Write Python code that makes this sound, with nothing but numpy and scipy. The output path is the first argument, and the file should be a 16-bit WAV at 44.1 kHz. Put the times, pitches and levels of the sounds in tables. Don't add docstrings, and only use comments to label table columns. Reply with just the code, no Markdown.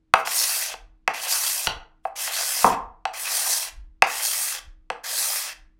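import sys
import numpy as np
from scipy import signal
from scipy.fft import rfft, irfft, next_fast_len
from scipy.io import wavfile
from scipy.ndimage import uniform_filter1d

SR = 44100
rng = np.random.default_rng(int(sys.argv[2]) if len(sys.argv) > 2 else 0)


def store_pcm(level_fs):
    pcm = np.round(np.clip(level_fs, -1, 1) * 32767).astype(np.int16)
    wavfile.write(sys.argv[1], SR, np.atleast_2d(pcm).T)


N = 255492
TIME = np.arange(N) / SR
STEPS = np.arange(0, N / SR, 1 / 1000)

# (start [s], end [s], cut [dB], fastest point [share of the stroke],
# slowing by the end [dB], drag [dB], rocking of the bench [dB])
STROKES = [(0.252, 0.741, -26, 0.52, 25.5, -33.5, -44.5), (1.137, 1.679, -27, 0.61, 9, -35.5, -42),
           (2.158, 2.751, -28, 0.71, 30, -35.5, -43), (3.135, 3.699, -30, 0.8, 22.5, -36.5, -36),
           (4.065, 4.594, -27.5, 0.68, 21.5, -35, -40.5), (5.038, 5.533, -27, 0.48, 25, -35.4, -47)]
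# (frequency [Hz], density [dB])
SQUEAL = [(2500, -43), (3700, -9.5), (4150, -4.5), (4900, -2), (5750, -1.5), (6600, -3.5), (7500, -6),
          (11000, -22.5)]


def gain_of(db):
    return 10 ** (np.asarray(db) / 20)


def evened(x):
    return x / np.sqrt(np.mean(x ** 2) + 1e-20)


def read(points, hz):
    f, value = np.transpose(points)
    return np.interp(np.log(hz + 1), np.log(f + 1), value)


def add(mix, s, sound):
    part = mix[max(round(s * SR), 0):][:len(sound)]
    part += sound[:len(part)]


def bump(time, s, half_width):
    return np.exp(-np.minimum(((time - s) / half_width) ** 2, 20))


def coloured(x, spectrum, resonances=()):
    size = next_fast_len(N, real=True)
    hz = np.fft.rfftfreq(size, 1 / SR)
    peaks_db = sum(lift / (1 + (2 * (hz - f) / width) ** 2) for f, width, lift in resonances)
    return evened(irfft(rfft(x, size) * gain_of(read(spectrum, hz) + peaks_db), size)[:N])


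def wander(hz):
    size = next_fast_len(N, real=True)
    rolloff = 1 + (np.fft.rfftfreq(size, 1 / SR) / hz) ** 4
    return evened(irfft(rfft(rng.standard_normal(size)) / rolloff, size)[:N])


def room_tone(air_db=-71, hum_hz=317.6, hum_db=-73):
    # (frequency [Hz], density [dB])
    air = [(20, 0), (80, -2), (160, -3), (260, -8), (400, -16), (700, -24), (1500, -27), (4000, -34),
           (9000, -44), (16000, -58)]
    hum = evened(np.sin(2 * np.pi * hum_hz * TIME + .3 * wander(hz=4)))
    return gain_of(air_db) * coloured(rng.standard_normal(N), air) + gain_of(hum_db) * hum


def ring(modes, place_hz, lift_db=8, octaves=0.25):
    t = TIME[:SR // 2]
    hz, db, t60 = np.transpose(modes)[:, :, None]
    db = db + lift_db * np.exp(-(np.log2(hz / place_hz) / octaves) ** 2)
    signs = np.cos(np.pi * np.arange(len(modes)))
    return signs @ (gain_of(db - 60 * t / t60) * np.sin(2 * np.pi * hz * t))


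def click(t60=.009, band_hz=(2700, 9000)):
    t = TIME[:SR // 2]
    crunch = signal.lfilter(*signal.butter(2, band_hz, "band", fs=SR), rng.standard_normal(len(t)))
    return evened(crunch) * gain_of(-60 * t / t60)


def room_tail(x):
    # (frequency [Hz], t60 [s])
    decay = [(100, .35), (300, .38), (900, .41), (1500, .39), (2500, .31), (5500, .25), (10000, .2),
             (16000, .145)]
    taps = rng.choice([-1., 1.], SR // 2) * (rng.random(SR // 2) < .15)
    hz, t, bands = signal.stft(taps, SR, nperseg=256)
    tail = signal.istft(bands * gain_of(-60 * t / read(decay, hz)[:, None]), SR, nperseg=256)[1]
    tail *= np.clip(TIME[:len(tail)] / 0.008 - 1, 0, 1)
    return signal.fftconvolve(x, tail / np.linalg.norm(tail))[:len(x)]


def knock(contact_hz, place_hz, bench_db, blade_db, thud_db, room_db):
    # (frequency [Hz], level [dB], t60 [s])
    board = [(467.5, -30, .13), (525, -28.5, .08), (660, -16, .075), (775, -12.5, 0.066),
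             (871, -15.5, .075), (1065, 0.5, 0.0086), (1295, 2.5, 0.005), (1640, -7.5, 0.018),
             (2050, -6, 0.0084), (2620, -8.5, 0.022), (3303, -15, 0.0069), (4880, -9, 0.0036)]
    bench = [(177, -33, .18), (247, -16, 0.022), (305, -26.5, 0.083), (337, -36.5, 0.24),
             (448.4, -16, 0.053), (534, -20, .04), (687, -16.5, 0.083), (824, -17.5, 0.055),
             (885.5, -10.5, 0.067), (930, -7.5, 0.02), (1058, -18, 0.11), (1190, -19, 0.0046),
             (1500, -25.5, 0.02), (1746, -40.5, 0.032)]
    blade = [(1438, -10, 0.027), (2020, -14.5, 0.013), (2894, -4.5, 0.015), (3310, -7.5, 0.011),
             (3990, -9, 0.018), (4480, -11.5, 0.024), (5800, -10.5, 0.011), (7250, -18.5, 0.0019)]
    thud = [(53.5, -6.5, 0.033), (82, -8.5, 0.058), (161, -13.5, 0.024)]
    # (delay [s], amplitude [share])
    echoes = [(.0054, 0.31), (0.0205, 0.039)]
    blow = signal.lfilter(*signal.butter(2, contact_hz, fs=SR), ring(board, place_hz))
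    for modes, db in [(bench, bench_db), (blade, blade_db), (thud, thud_db)]:
        blow += gain_of(db) * ring(modes, place_hz)
    click_db = -19 + 12 * np.log2(contact_hz / 3120)
    blow += gain_of(click_db) * click()
    out = blow + gain_of(room_db) * room_tail(blow)
    dulled = signal.lfilter(*signal.butter(1, 3000, fs=SR), blow)
    for delay, share in echoes:
        add(out, delay, share * dulled)
    return out


def knocks():
    # (time [s], strength [dB], contact hardness [Hz], favoured frequency [Hz],
    # bench against board [dB], blade against board [dB])
    set_downs = [(0.1383, 2, 3110, 1198, -15.5, -15), (1.0772, -5, 3480, 2210, -10, -15.5),
                 (2.0522, -9, 900, 720, -24, -33), (3.0535, -11.5, 2950, 795, -27, -7.5),
                 (4.0221, 3, 3860, 2330, -13, -23), (4.9014, -11.5, 2870, 503, -10, -14.5)]
    # (the same six columns, thud against board [dB], room against blow [dB])
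    overruns = [(0.7394, -21, 1500, 434, -15, -7, -44, -16), (1.671, -15, 3386, 2170, 0.5, 8, 1, -7),
                (2.644, 2.5, 1140, 1151, -3.5, -47.5, -23, -7),
                (2.653, -19.5, 1103, 239, 14, -27.5, -19, -5),
                (2.705, -21.5, 1110, 1000, -12.5, -35, -36, 9.5)]
    # (time [s], strength [dB], contact hardness [Hz])
    catches = [(0.2731, -15.5, 5200), (2.2765, -21, 3000)]
    out = np.zeros(N)
    for s, db, contact_hz, place_hz, bench_db, blade_db in set_downs:
        landing = knock(contact_hz, place_hz, bench_db, blade_db, thud_db=bench_db - 22.5, room_db=-11.5)
        add(out, s, gain_of(db) * landing)
    for s, db, *contact in overruns:
        add(out, s, gain_of(db) * knock(*contact))
    for s, db, contact_hz in catches:
        tick = knock(contact_hz, place_hz=2000, bench_db=-29.5, blade_db=-5, thud_db=-42, room_db=-12)
        add(out, s, gain_of(db) * tick)
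    return out


def push(start, end, fastest, slowing_db, gather_db=16.5, hold_s=0.0083, lift_s=.006):
    progress = np.clip((STEPS - start) / (end - start), 0, 1)
    gathering = np.maximum(1 - progress / fastest, 0)
    slowing = np.maximum((progress - fastest) / (1 - fastest), 0)
    taking_hold = np.clip((STEPS - start) / hold_s + .5, 0, 1)
    letting_go = np.clip((end - STEPS) / lift_s + .5, 0, 1)
    return taking_hold * letting_go, -gather_db * gathering ** 3.7 - slowing_db * slowing ** 2.86


def effort():
    # (time [s], half-width [s], loss of hiss and squeal [dB], rasp [dB])
    snags = [(0.282, 0.017, -2, -4), (1.192, 0.027, 6.5, 1.7), (1.268, .015, 7, 6.5), (2.305, 0.02, 7.5, 5),
             (3.275, 0.012, 1.5, 6), (4.208, 0.013, 6, 3.5)]
    # (time [s], half-width [s], hiss [dB], squeal [dB], rasp [dB])
    bites = [(0.375, 0.045, 3.5, 1, -1.4), (0.44, 0.0083, 2.5, 8.5, 5), (1.332, 0.038, 3, 3.5, 3.5),
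             (2.213, .05, 7, 2, 1.5), (2.393, 0.055, -2, 4.5, 4.5), (3.211, 0.036, 8.5, -0.9, -2),
             (3.35, 0.079, 5, 7, 4), (3.523, 0.056, 5.5, 8.5, 2.5), (4.253, 0.039, 3.5, -1, 2),
             (5.19, 0.021, 2.5, 4, 1)]
    # (time [s], half-width [s], level [dB])
    brushes = [(0.195, 0.024, -48), (2.065, 0.018, -63)]
    levels = np.zeros((3, len(STEPS)))
    for start, end, cut_db, fastest, slowing_db, drag_db, _ in STROKES:
        contact, speed_db = push(start, end, fastest, slowing_db)
        hiss_db = cut_db + speed_db
        rasp_db = drag_db + 0.14 * speed_db
        squeal_db = cut_db - 1.5 + 0.59 * speed_db
        levels += contact * gain_of([hiss_db, rasp_db, squeal_db])
    for s, half_width, loss_db, rasp_db in snags:
        levels *= gain_of(np.outer([-loss_db, rasp_db, -loss_db], bump(STEPS, s, half_width)))
    for s, half_width, hiss_db, squeal_db, rasp_db in bites:
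        levels *= gain_of(np.outer([hiss_db, rasp_db, squeal_db], bump(STEPS, s, half_width)))
    for s, half_width, db in brushes:
        levels += gain_of(db) * bump(STEPS, s, half_width)
    return np.array([np.interp(TIME, STEPS, level) for level in levels])


def fibres(per_s, snap_share, patchy_db):
    sizes = gain_of(3.5 * np.minimum(rng.exponential(1, N), 5))
    snaps = evened(sizes * rng.choice([-1, 1], N) * (rng.random(N) < per_s / SR))
    bands = signal.stft(rng.standard_normal(N) + snap_share * snaps, nperseg=512)[2]
    patches = uniform_filter1d(rng.standard_normal(bands.shape), size=7, axis=0)
    patches = evened(uniform_filter1d(patches, size=8, axis=1))
    return signal.istft(bands * gain_of(patchy_db * patches), nperseg=512)[1][:N]


def scraping():
    # (frequency [Hz], density [dB])
    cut = [(3000, -39.5), (6000, -8.5), (7200, -6), (8200, 1.5), (9600, 3.5), (10800, 0.5), (12300, -0.5),
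           (14000, -2), (15800, -8)]
    drag = [(200, -44), (350, -29.5), (480, -3.5), (620, 2.5), (770, 6), (1000, 2.5), (1150, 4),
            (1400, 2.5), (1600, 7.5), (2300, 0.5), (3700, -2), (5000, -5.5), (9000, -29.5)]
    # (frequency [Hz], width [Hz], lift [dB])
    gripped = [(2013, 220, 4.5), (2600, 400, 8.5), (3250, 410, 9)]
    grip = gain_of(np.outer([.9, 1.6, 1.3], wander(hz=128)))
    hiss = coloured(fibres(per_s=2400, snap_share=0.41, patchy_db=2.1), cut) * gain_of(-0.5)
    rasp = coloured(fibres(per_s=660, snap_share=0.47, patchy_db=2.5), drag, gripped) * gain_of(-1.0)
    squeal = coloured(fibres(per_s=1800, snap_share=0.35, patchy_db=2.0), SQUEAL) * gain_of(-1.87)
    return (effort() * grip * [hiss, rasp, squeal]).sum(0)


def chatter(skip_every_s=0.0088, skip_s=0.0039):
    # (time of the hardest skip [s], half-width [s], level [dB])
    runs = [(0.4, 0.035, -19), (1.3257, 0.024, -21), (4.252, 0.028, -21.5)]
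    level = np.zeros(N)
    for s, half_width, db in runs:
        from_skip_s = (((TIME - s) / skip_every_s + .5) % 1 - .5) * skip_every_s
        skips = np.exp(-(2 * from_skip_s / skip_s) ** 2)
        level += gain_of(db) * bump(TIME, s, half_width) * skips
    uneven = gain_of(-wander(hz=60))
    return level * uneven * coloured(rng.standard_normal(N), SQUEAL)


def bench_rocking(lag_s=0.086, rise_db_per_s=244, fall_db_per_s=108.5, rest_db=-69):
    # (frequency [Hz], density [dB])
    colour = [(10, -35), (20, -10), (32, 0), (45, -5), (65, -20), (110, -36), (250, -70), (1000, -140)]
    rumble = signal.hilbert(coloured(rng.standard_normal(N), colour))
    steady = evened(rumble.real / np.sqrt(abs(rumble) ** 2 + .5))
    level = gain_of(rest_db)
    for _, end, *_, rock_db in STROKES:
        t = TIME - end - lag_s
        level = level + gain_of(rock_db + np.minimum(rise_db_per_s * t, -fall_db_per_s * t))
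    return steady * level


def scene():
    blade = scraping() + chatter()
    mono = blade + gain_of(-12.0) * room_tail(blade) + knocks() + bench_rocking() + room_tone()
    return np.array([mono, mono])


def record(dry):
    low_pass = signal.firwin(401, 16050, window=("kaiser", 9), fs=SR)
    return signal.oaconvolve(np.clip(dry, -1, 1), low_pass[None], "same")


dry = scene()
out = record(dry)
store_pcm(out)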